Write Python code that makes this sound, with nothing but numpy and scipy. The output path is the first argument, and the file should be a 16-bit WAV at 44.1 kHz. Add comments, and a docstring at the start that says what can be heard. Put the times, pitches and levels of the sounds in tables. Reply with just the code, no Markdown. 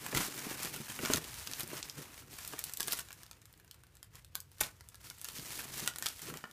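"""Dry film rustle, sharp crease snaps and dull bumps: hands peel bubble wrap off a plastic object over a cardboard box.
Rustle is coloured noise gated by swarms of tiny creases and scaled by the handling.
Snaps are short noise cracks with ringing air pockets; bumps are damped sines of the load and the cardboard.
A small furnished room answers snaps and bumps with decaying noise, over a low rumble and hiss of shaped noise."""
import sys
import numpy as np
from scipy import signal
from scipy.fft import rfft, irfft, next_fast_len
from scipy.io import wavfile
from scipy.ndimage import map_coordinates

SR = 44100
rng = np.random.default_rng(int(sys.argv[2]) if len(sys.argv) > 2 else 0)


def transcribe(signal):
    """Save signal, clipped to [-1, 1], as a 16-bit WAV file at the path in sys.argv[1]."""
    frames = np.atleast_2d(signal).T
    limited = np.clip(frames, -1, 1)
    pcm = np.round(limited * 32767).astype(np.int16)
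    wavfile.write(sys.argv[1], SR, pcm)


N = 287532

# Clearest creases that snap: time_s, level_db (relative), brightness_db (upper re lower treble),
# ring_db (hollow ring of the air pockets, relative)
CLEAR_SNAPS = [(0.0653, -29.5, 9, -19), (0.1279, -41.5, -6, 5), (0.1491, -20.5, -1, -8.5),
               (0.1728, -20, 1, -10.5), (0.38, -36, 14, -9), (0.4035, -37, 0, -12), (0.6024, -33, 2, -22),
               (0.6322, -25.5, 4, -25), (0.6495, -26, -1, -22), (0.6563, -27.5, 1, -14),
               (0.7632, -30, 11, -14), (0.9001, -33, 2, -25), (0.9913, -35.5, 9, 0.5),
               (1.051, -24.5, 1, -9), (1.059, -23, -9, -9), (1.102, -36.5, -11, 5.5),
               (1.1363, -12, -5.5, -22.5), (1.16, -21, 0, -29), (1.1719, -24.5, 7, -11.5),
               (1.2434, -32, -3, -20), (1.3427, -32.5, -2, -23), (1.3864, -36, 3, -14),
               (1.4737, -27, -7, -19), (1.5141, -29.5, 2, -15), (1.5258, -36, -1, -15),
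               (1.5354, -24, -9, -27), (1.5973, -26, 15, -25), (1.607, -23.5, 3, -39),
               (1.6333, -29, 2, -27), (1.6772, -33, 10, -24), (1.8287, -25, -15, -35),
               (1.8981, -27, -9, -33), (2.0415, -43, -1, -18), (2.1929, -50, 2, -11),
               (2.388, -33.5, 6, -10.5), (2.45, -30.5, 2, -23), (2.4774, -27, 13, -31),
               (2.5355, -38, -5, -1), (2.59, -36, -13, -26), (2.5922, -22.5, 9, -22),
               (2.6405, -22, 5.5, -27), (2.6441, -30, 14, -25), (2.6965, -33, 7, -16),
               (2.7252, -39, 11, -27), (2.737, -25, 4.5, -43), (2.773, -25, 8, -39),
               (2.8001, -29, -7, -13.5), (2.8058, -17.5, 2.5, -18.5), (2.8302, -24, -1, -39),
               (2.8756, -25.5, 14, -29), (2.8825, -21.5, 1.5, -17), (2.9231, -17.5, 3, -28),
               (2.9303, -23, 0, -21), (2.9331, -20, 6, -16), (2.977, -33, 8, -26), (2.99, -28, 7, -22),
               (2.9943, -26.5, 3, -16), (3.0067, -36, -1, -14), (3.0874, -41, -2, -13),
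               (3.1068, -40.5, 2, -5), (3.1195, -40, -5, -17), (3.129, -34.5, 6, -19),
               (3.2336, -37, 1, -18), (3.2647, -43, -4, -27), (3.313, -35, -1.5, -15),
               (3.418, -47, -1, -21), (3.456, -42.5, 2, -18), (3.5285, -46, 16, -39),
               (3.5393, -48, -6, -14), (3.577, -51, 15, -24), (3.5996, -47, 3, -11.5),
               (3.6471, -50, 8, -13), (3.6792, -50, -7, -14), (3.7122, -35.5, -1, -26),
               (3.7446, -45.5, 5, -17), (3.8367, -46.5, 3, -11.5), (3.8686, -51.5, 4, -15),
               (3.9541, -47, 10.5, -19), (3.9697, -46.5, 3, -20), (4.0297, -35.5, 4.5, -15.5),
               (4.14, -54, -5.5, -19), (4.1552, -38.5, 1, -20.5), (4.2242, -59, -2, -19),
               (4.2475, -41, 2, -23), (4.3495, -41, 0, -24), (4.3542, -21, 4, -19),
               (4.4038, -31.5, 6.5, -35), (4.517, -46.5, 8, -17), (4.5843, -44, 1, -20),
               (4.5955, -50, 10, -5), (4.606, -24.5, -7, -29), (4.6098, -14, 29, -37),
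               (4.612, -16.5, -2, -10.5), (4.6167, -23, 4, -10.5), (4.6275, -38, 3, -12),
               (4.6356, -26, -9, -34), (4.8091, -40.5, -2, -11.5), (4.8884, -36.5, 8.5, -31),
               (4.9453, -41, 0, -12), (4.9557, -40.5, 3, -20), (5.1013, -30, -1.5, -23),
               (5.1841, -43, 16, -20), (5.215, -31, 7, -23), (5.2459, -26, 5, -22), (5.253, -32.5, -4, -16),
               (5.2872, -29, -1, -18.5), (5.3845, -31, -4, -34), (5.397, -34, -4, -14),
               (5.448, -41, 4, -21), (5.506, -33.5, 1, -12.5), (5.592, -28.5, 17, -12.5),
               (5.7789, -35, 9, -23), (5.862, -29, 12, -13), (5.8767, -16, 0, -14.5),
               (5.9375, -40, -4, -14), (5.9605, -29.5, 4, -15), (5.9856, -26.5, 7, -18.5),
               (6.025, -24, 1.5, -12.5), (6.0387, -41, 9, -26), (6.0603, -21, -2, -13.5),
               (6.0666, -18, -6, -19), (6.0869, -25, 2, -36), (6.1936, -37, 11, -10.5),
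               (6.2191, -31, 9, -22), (6.3011, -38.5, -3, -3), (6.3404, -35, -1, -5.5),
               (6.373, -31.5, 1, -20), (6.441, -41.5, -22, 5), (6.453, -58, -2, -3),
               (6.5125, -42.5, -1, -29)]


def amp(db):
    """Amplitude factor of a level in dB."""
    return 10 ** (np.asarray(db) / 20)


def unit(x):
    """Each row at rms 1."""
    return x / np.sqrt(np.mean(x ** 2, axis=-1, keepdims=True) + 1e-20)


def along(points, hz):
    """(Hz, value) points interpolated on a log frequency axis."""
    f, v = np.transpose(points)
    return np.interp(np.log(hz + 1), np.log(f + 1), v)


def wobble(knots_per_s):
    """Smooth random curve through normal knots."""
    knots = rng.standard_normal(int(N * knots_per_s / SR) + 4)
    return map_coordinates(knots, [np.arange(N) * knots_per_s / SR])


def filtered(x, response):
    """x times a gain that depends on frequency."""
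    n = x.shape[-1]
    m = next_fast_len(n + 4096)
    return irfft(rfft(x, m) * response(np.fft.rfftfreq(m, 1 / SR)), m)[..., :n]


def coloured(x, spectrum):
    """x through a (Hz, dB) spectrum, at rms 1."""
    return unit(filtered(x, lambda hz: amp(along(spectrum, hz))))


def place(times_s, shapes):
    """Sum of one short shape per event."""
    starts = np.round(np.asarray(times_s) * SR).astype(int)[:, None]
    at = starts + np.arange(shapes.shape[1])
    return np.bincount(np.clip(at, 0, N).ravel(), shapes.ravel(), N + 1)[:N]


def air():
    """Shaped noise: the room's low rumble drifts, the hiss above it is even."""
    level_db, rumble_top_hz = -71, 200
    # Noise spectrum before the rumble lift: freq_hz, level_db (relative, per Hz)
    air_spectrum = [(26, -25), (48, 3), (108, 5), (185, -7.5), (531, -7), (591, -14.5), (1370, -18.5),
                    (4140, -20.5), (10100, -37), (14800, -42), (16000, -47)]
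    noise = coloured(rng.standard_normal(N), air_spectrum)
    rumble = filtered(noise, lambda hz: hz < rumble_top_hz)
    hiss = noise - rumble
    rumble_lift_db = 7.5 + 2.5 * wobble(3.01)
    return amp(level_db) * (hiss + amp(rumble_lift_db) * rumble)


def room(x):
    """Each frequency dies at its own speed; a fresh noise tail is drawn for every quarter second of sound."""
    # Decay of the room: freq_hz, t60_s
    wall_decay = [(200, 0.22), (1300, 0.27), (4000, 0.15), (12000, 0.13)]
    out, step = np.zeros(N + SR), SR // 4
    delay = 130  # samples
    for start in range(0, N, step):
        hz, t, z = signal.stft(rng.standard_normal(SR // 4), SR, nperseg=128)
        decay = amp(-60 * t / along(wall_decay, hz)[:, None])
        tail = signal.istft(z * decay, SR, nperseg=128)[1]
        wet = signal.fftconvolve(x[start:start + step], tail / np.linalg.norm(tail))
        out[start + delay:][:len(wet)] += wet
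    return out[:N]


def handling(now_s):
    """Rustle level and heft in dB: each tug jumps in, sags, then dies away over the steady pull, powers adding."""
    rise_s, sag_db_per_s, fall_db_per_s = 0.012, 19, 280
    # Steady handling: time_s, pull_db (rustle level), heft_db (load in the hands, relative to the rustle)
    steady_pull = [(0.0, -55, -3.5), (0.33, -52, -6.5), (0.5, -54, -2), (0.85, -50.5, -8.5), (1.1, -53, -3),
                   (1.3, -49, -7), (1.55, -50, -8.5), (1.7, -57.5, -3), (2.05, -53.5, -5.5),
                   (2.1, -60, -0.5), (2.19, -53.5, -10.5), (2.25, -65.5, -2.5), (2.3, -62.5, -4.5),
                   (2.34, -51, -10), (2.75, -53, -9), (3.0, -79, -16.5), (3.05, -60.5, -8), (3.3, -69, -2),
                   (3.6, -74.5, 0), (3.95, -75.5, -0.5), (4.3, -78.5, -3), (4.6, -68.5, -10),
                   (4.9, -72, -1.5), (5.18, -60.5, -15), (5.25, -53, -13), (5.4, -50, -12),
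                   (5.6, -45.5, -12), (5.69, -51.5, -4.5), (5.76, -47, -12), (5.94, -57, -4),
                   (6.17, -55.5, -16), (6.37, -57, 2.5), (6.43, -61.5, -7), (6.52, -68, 1)]
    # Short tugs on the film: start_s (full level; the rise comes before), length_s, level_db (rustle)
    short_tugs = [(0.044, .03, -47.5), (0.167, 0.099, -39), (0.362, 0.014, -47), (0.446, 0.1, -47),
                  (0.586, 0.098, -45), (0.736, 0.015, -44.5), (0.9, 0.061, -47), (1.034, 0.025, -42.5),
                  (1.108, 0.038, -40), (1.596, 0.014, -44.5), (1.707, 0.085, -49.5), (2.833, 0.084, -47),
                  (2.912, 0.012, -43.5), (2.982, 0.017, -48.5), (3.19, 0.029, -62.5), (4.159, 0.02, -63),
                  (4.368, 0.0083, -66), (4.63, 0.033, -51), (5.053, 0.032, -53.5), (5.773, 0.066, -42.5),
                  (6.04, 0.068, -49.5), (6.237, 0.049, -48.5)]
    s, pull_db, heft_db = np.transpose(steady_pull)
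    power = amp(2 * np.interp(now_s, s, pull_db))
    for start_s, length_s, level_db in short_tugs:
        t = now_s - start_s
        sag_db = sag_db_per_s * np.clip(t, 0, length_s)
        fall_db = fall_db_per_s * np.clip(t - length_s, 0, None)
        rise = np.exp(np.clip(t, None, 0) / rise_s)
        power = power + amp(2 * (level_db - sag_db - fall_db)) * rise
    return 10 * np.log10(power), np.interp(now_s, s, heft_db)


def crackle(count, spread_db, life_s):
    """Loudness envelope of countless tiny creases: mostly faint, a few sharp, each dying at once."""
    largest_rank = 0.985  # caps the size of a crease
    when, size = rng.random((count, 2)).T
    t = np.arange(256) / SR
    peak = amp(-spread_db * np.log(1 - largest_rank * size))
    return place(when * N / SR, peak[:, None] * np.exp(-t / life_s))


def rustle():
    """Film and folded layers: noise gated by tiny creases that clump as the film slips; the load rubs below."""
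    slow_swing_db, quick_swing_db = 1.3, 1.8
    folds_db_re_film, folds_heft_share = 1, 0.98
    # Noise spectra: freq_hz, level_db (relative, per Hz)
    film_spectrum = [(1180, -12), (2000, -7), (4230, -5), (5120, -5), (6250, -4.5), (14700, -9),
                     (15600, -9), (16000, -36)]
    folds_spectrum = [(400, -43.5), (600, -3.5), (1000, 1), (2000, 0), (2800, -3), (4000, -15)]
    load_spectrum = [(80, -22), (140, 5.5), (180, -5), (300, -3), (500, -7.5), (800, -33.5)]

    film_db, heft_db = handling(np.arange(N) / SR)
    folds_db = film_db + folds_db_re_film + folds_heft_share * heft_db
    load_db = film_db + heft_db - 1.0

    slips_db = slow_swing_db * wobble(28) + quick_swing_db * wobble(90)
    steady_bed = 3.2
    gate = amp(slips_db) * (steady_bed + crackle(count=7000, spread_db=4.5, life_s=0.00057))
    film = coloured(gate * rng.standard_normal(N), film_spectrum)
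    folds = coloured(gate ** 0.91 * rng.standard_normal(N), folds_spectrum)
    load_swing = amp(0.58 * slips_db + 4.4 * wobble(18))
    load = coloured(load_swing * rng.standard_normal(N), load_spectrum)
    return amp(film_db) * film + amp(folds_db) * folds + amp(load_db) * load


def faint_bumps(count):
    """Bump rows at chance moments, as loud as the rubbing of the load makes them."""
    db_re_load, spread_db, middle_hz = 6, 2, 260.4
    s, z = rng.random(count) * N / SR, rng.standard_normal((count, 2))
    db = sum(handling(s)) + db_re_load + spread_db * z[:, 0]
    return np.column_stack([s, db, middle_hz * np.exp(0.2 * z[:, 1])])


def bumps():
    """Soft contacts: a few damped cycles of the load and the cardboard, with a rounded start."""
    # Clearest dull bumps of the load: time_s, level_db (relative), pitch_hz (nominal; partials lie around it)
    clear_bumps = [(0.09, -42.5, 267), (0.135, -33, 395), (0.149, -34, 239), (0.16, -32.5, 73),
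                   (0.173, -32.5, 317), (0.206, -32, 287), (0.232, -42, 342), (0.378, -44, 210),
                   (0.471, -33, 265), (0.513, -37, 333), (0.605, -44, 274), (0.649, -38, 300),
                   (0.805, -36.5, 210), (0.9, -42, 188), (0.999, -38, 221), (1.037, -29.5, 232),
                   (1.104, -24, 379), (1.146, -28, 242), (1.15, -36.5, 92), (1.182, -39.5, 305),
                   (1.636, -38.5, 216), (1.734, -36, 370), (2.015, -45, 353), (2.54, -39, 430),
                   (2.807, -46, 333), (2.883, -42, 430), (2.937, -45.5, 390), (4.616, -37, 189),
                   (5.39, -40, 174), (5.653, -44.5, 244), (5.829, -38, 222), (6.276, -47, 148),
                   (6.356, -46, 223), (6.443, -47, 276)]
    s, db, hz = np.transpose([*clear_bumps, *faint_bumps(count=50)])[:, :, None]
    t = np.arange(4400) / SR
    partials = [(.7, 2), (1.05, 2.5), (1.6, -2), (2.7, -6.5)]  # (ratio to pitch, dB)
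    body = sum(amp(level) * np.sin(2 * np.pi * (hz * ratio * t + rng.random(s.shape)))
               for ratio, level in partials)
    rise = 1 - np.exp(-t / 0.0014)
    decay = np.exp(-t * hz / 1.64)  # time constant 1.64 cycles
    return place(s[:, 0] - .004, amp(db - 17.0) * unit(body * rise * decay))


FAINT_COLOUR_SPREAD_DB = 9  # brightness and ring of chance creases, brightness of neighbours


def faint_snaps(count):
    """Snap rows at chance moments, as loud as the handling makes them."""
    db_re_rustle, spread_db = 8, 0.5
    bright_db, ring_db = 13.5, -20.5
    s, z = rng.random(count) * N / SR, rng.standard_normal((count, 3))
    db = handling(s)[0] + db_re_rustle + spread_db * z[:, 0]
    colour = [bright_db, ring_db] + FAINT_COLOUR_SPREAD_DB * z[:, 1:]
    return np.column_stack([s, db, colour])


def neighbours(count):
    """Fainter creases give way around each clear snap, mostly just after."""
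    lag_s, lag_spread_s = .007, .006
    db_re_snap, spread_db = -17, 3
    rows = np.repeat(CLEAR_SNAPS, count, axis=0)
    z = rng.standard_normal(rows.shape)
    spread = [lag_spread_s, spread_db, FAINT_COLOUR_SPREAD_DB, spread_db]
    return rows + [lag_s, db_re_snap, 0, 0] + spread * z


def snaps():
    """A crease buckles: a sub-millisecond crack, a fainter after-rattle, and the air pockets ring briefly."""
    # Ringing air pockets: freq_hz, level_db (relative, before tilt and spread), t60_s
    air_pockets = [(728, -13, 0.048), (1024, -0.5, 0.045), (1260, -0.5, 0.031), (1436, 7, 0.036),
                   (1745, 10, 0.024), (2310, 8, 0.02), (2880, 6, 0.023)]
    pocket_spread_db, pitch_spread = 3.5, 0.073
    tilt, pivot_hz = 0.19, 1500  # dB per octave for each dB of brightness: dull snaps ring the big pockets
    rows = [*CLEAR_SNAPS, *neighbours(count=2), *faint_snaps(count=320)]
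    s, db, bright_db, ring_db = np.transpose(rows)[:, :, None]
    t = np.arange(1000) / SR

    rise = 1 - np.exp(-t / 0.000064)
    after_rattle = amp(-10.5) * np.exp(-t / 0.0027)
    shape = rise * (np.exp(-t / 0.00038) + after_rattle)
    burst = shape * rng.standard_normal((len(s), len(t)))
    dull = filtered(burst, lambda hz: np.exp(-(np.log((hz + 1) / 4400) / 0.53) ** 4))
    sharp = filtered(burst, lambda hz: np.exp(-(np.log((hz + 1) / 10500) / 0.43) ** 4))
    sharp_share = 1 / (1 + amp(-2 * bright_db))  # of the power
    crack = np.sqrt(1 - sharp_share) * unit(dull) + np.sqrt(sharp_share) * unit(sharp)

    ring = np.zeros((len(s), len(t)))
    for hz, level_db, t60_s in air_pockets:
        tilt_db = tilt * bright_db * np.log2(hz / pivot_hz)
        chance_db = rng.normal(0, pocket_spread_db, s.shape)
        pocket_hz = hz * rng.normal(1, pitch_spread, s.shape)
        decay_db = -60 * t / t60_s
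        ring += amp(level_db + tilt_db + chance_db + decay_db) * np.sin(2 * np.pi * pocket_hz * t)
    sound = amp(-19.5) * crack + amp(ring_db - 10.0) * unit(ring)
    return place(s[:, 0] - .0005, amp(db) * sound)


def scene():
    """Air, rustle and hits; the room answers the hits only."""
    hits = snaps() + bumps()
    return (rustle() + hits + amp(-9.5) * room(hits) + air())[None]


def record(dry):
    """The microphone chain cuts the top steeply: 1 dB per 16 Hz above its band edge."""
    edge_hz = 15100
    return filtered(dry, lambda hz: amp(-np.clip(hz - edge_hz, 0, None) / 16))


dry = scene()
out = record(dry)
transcribe(out)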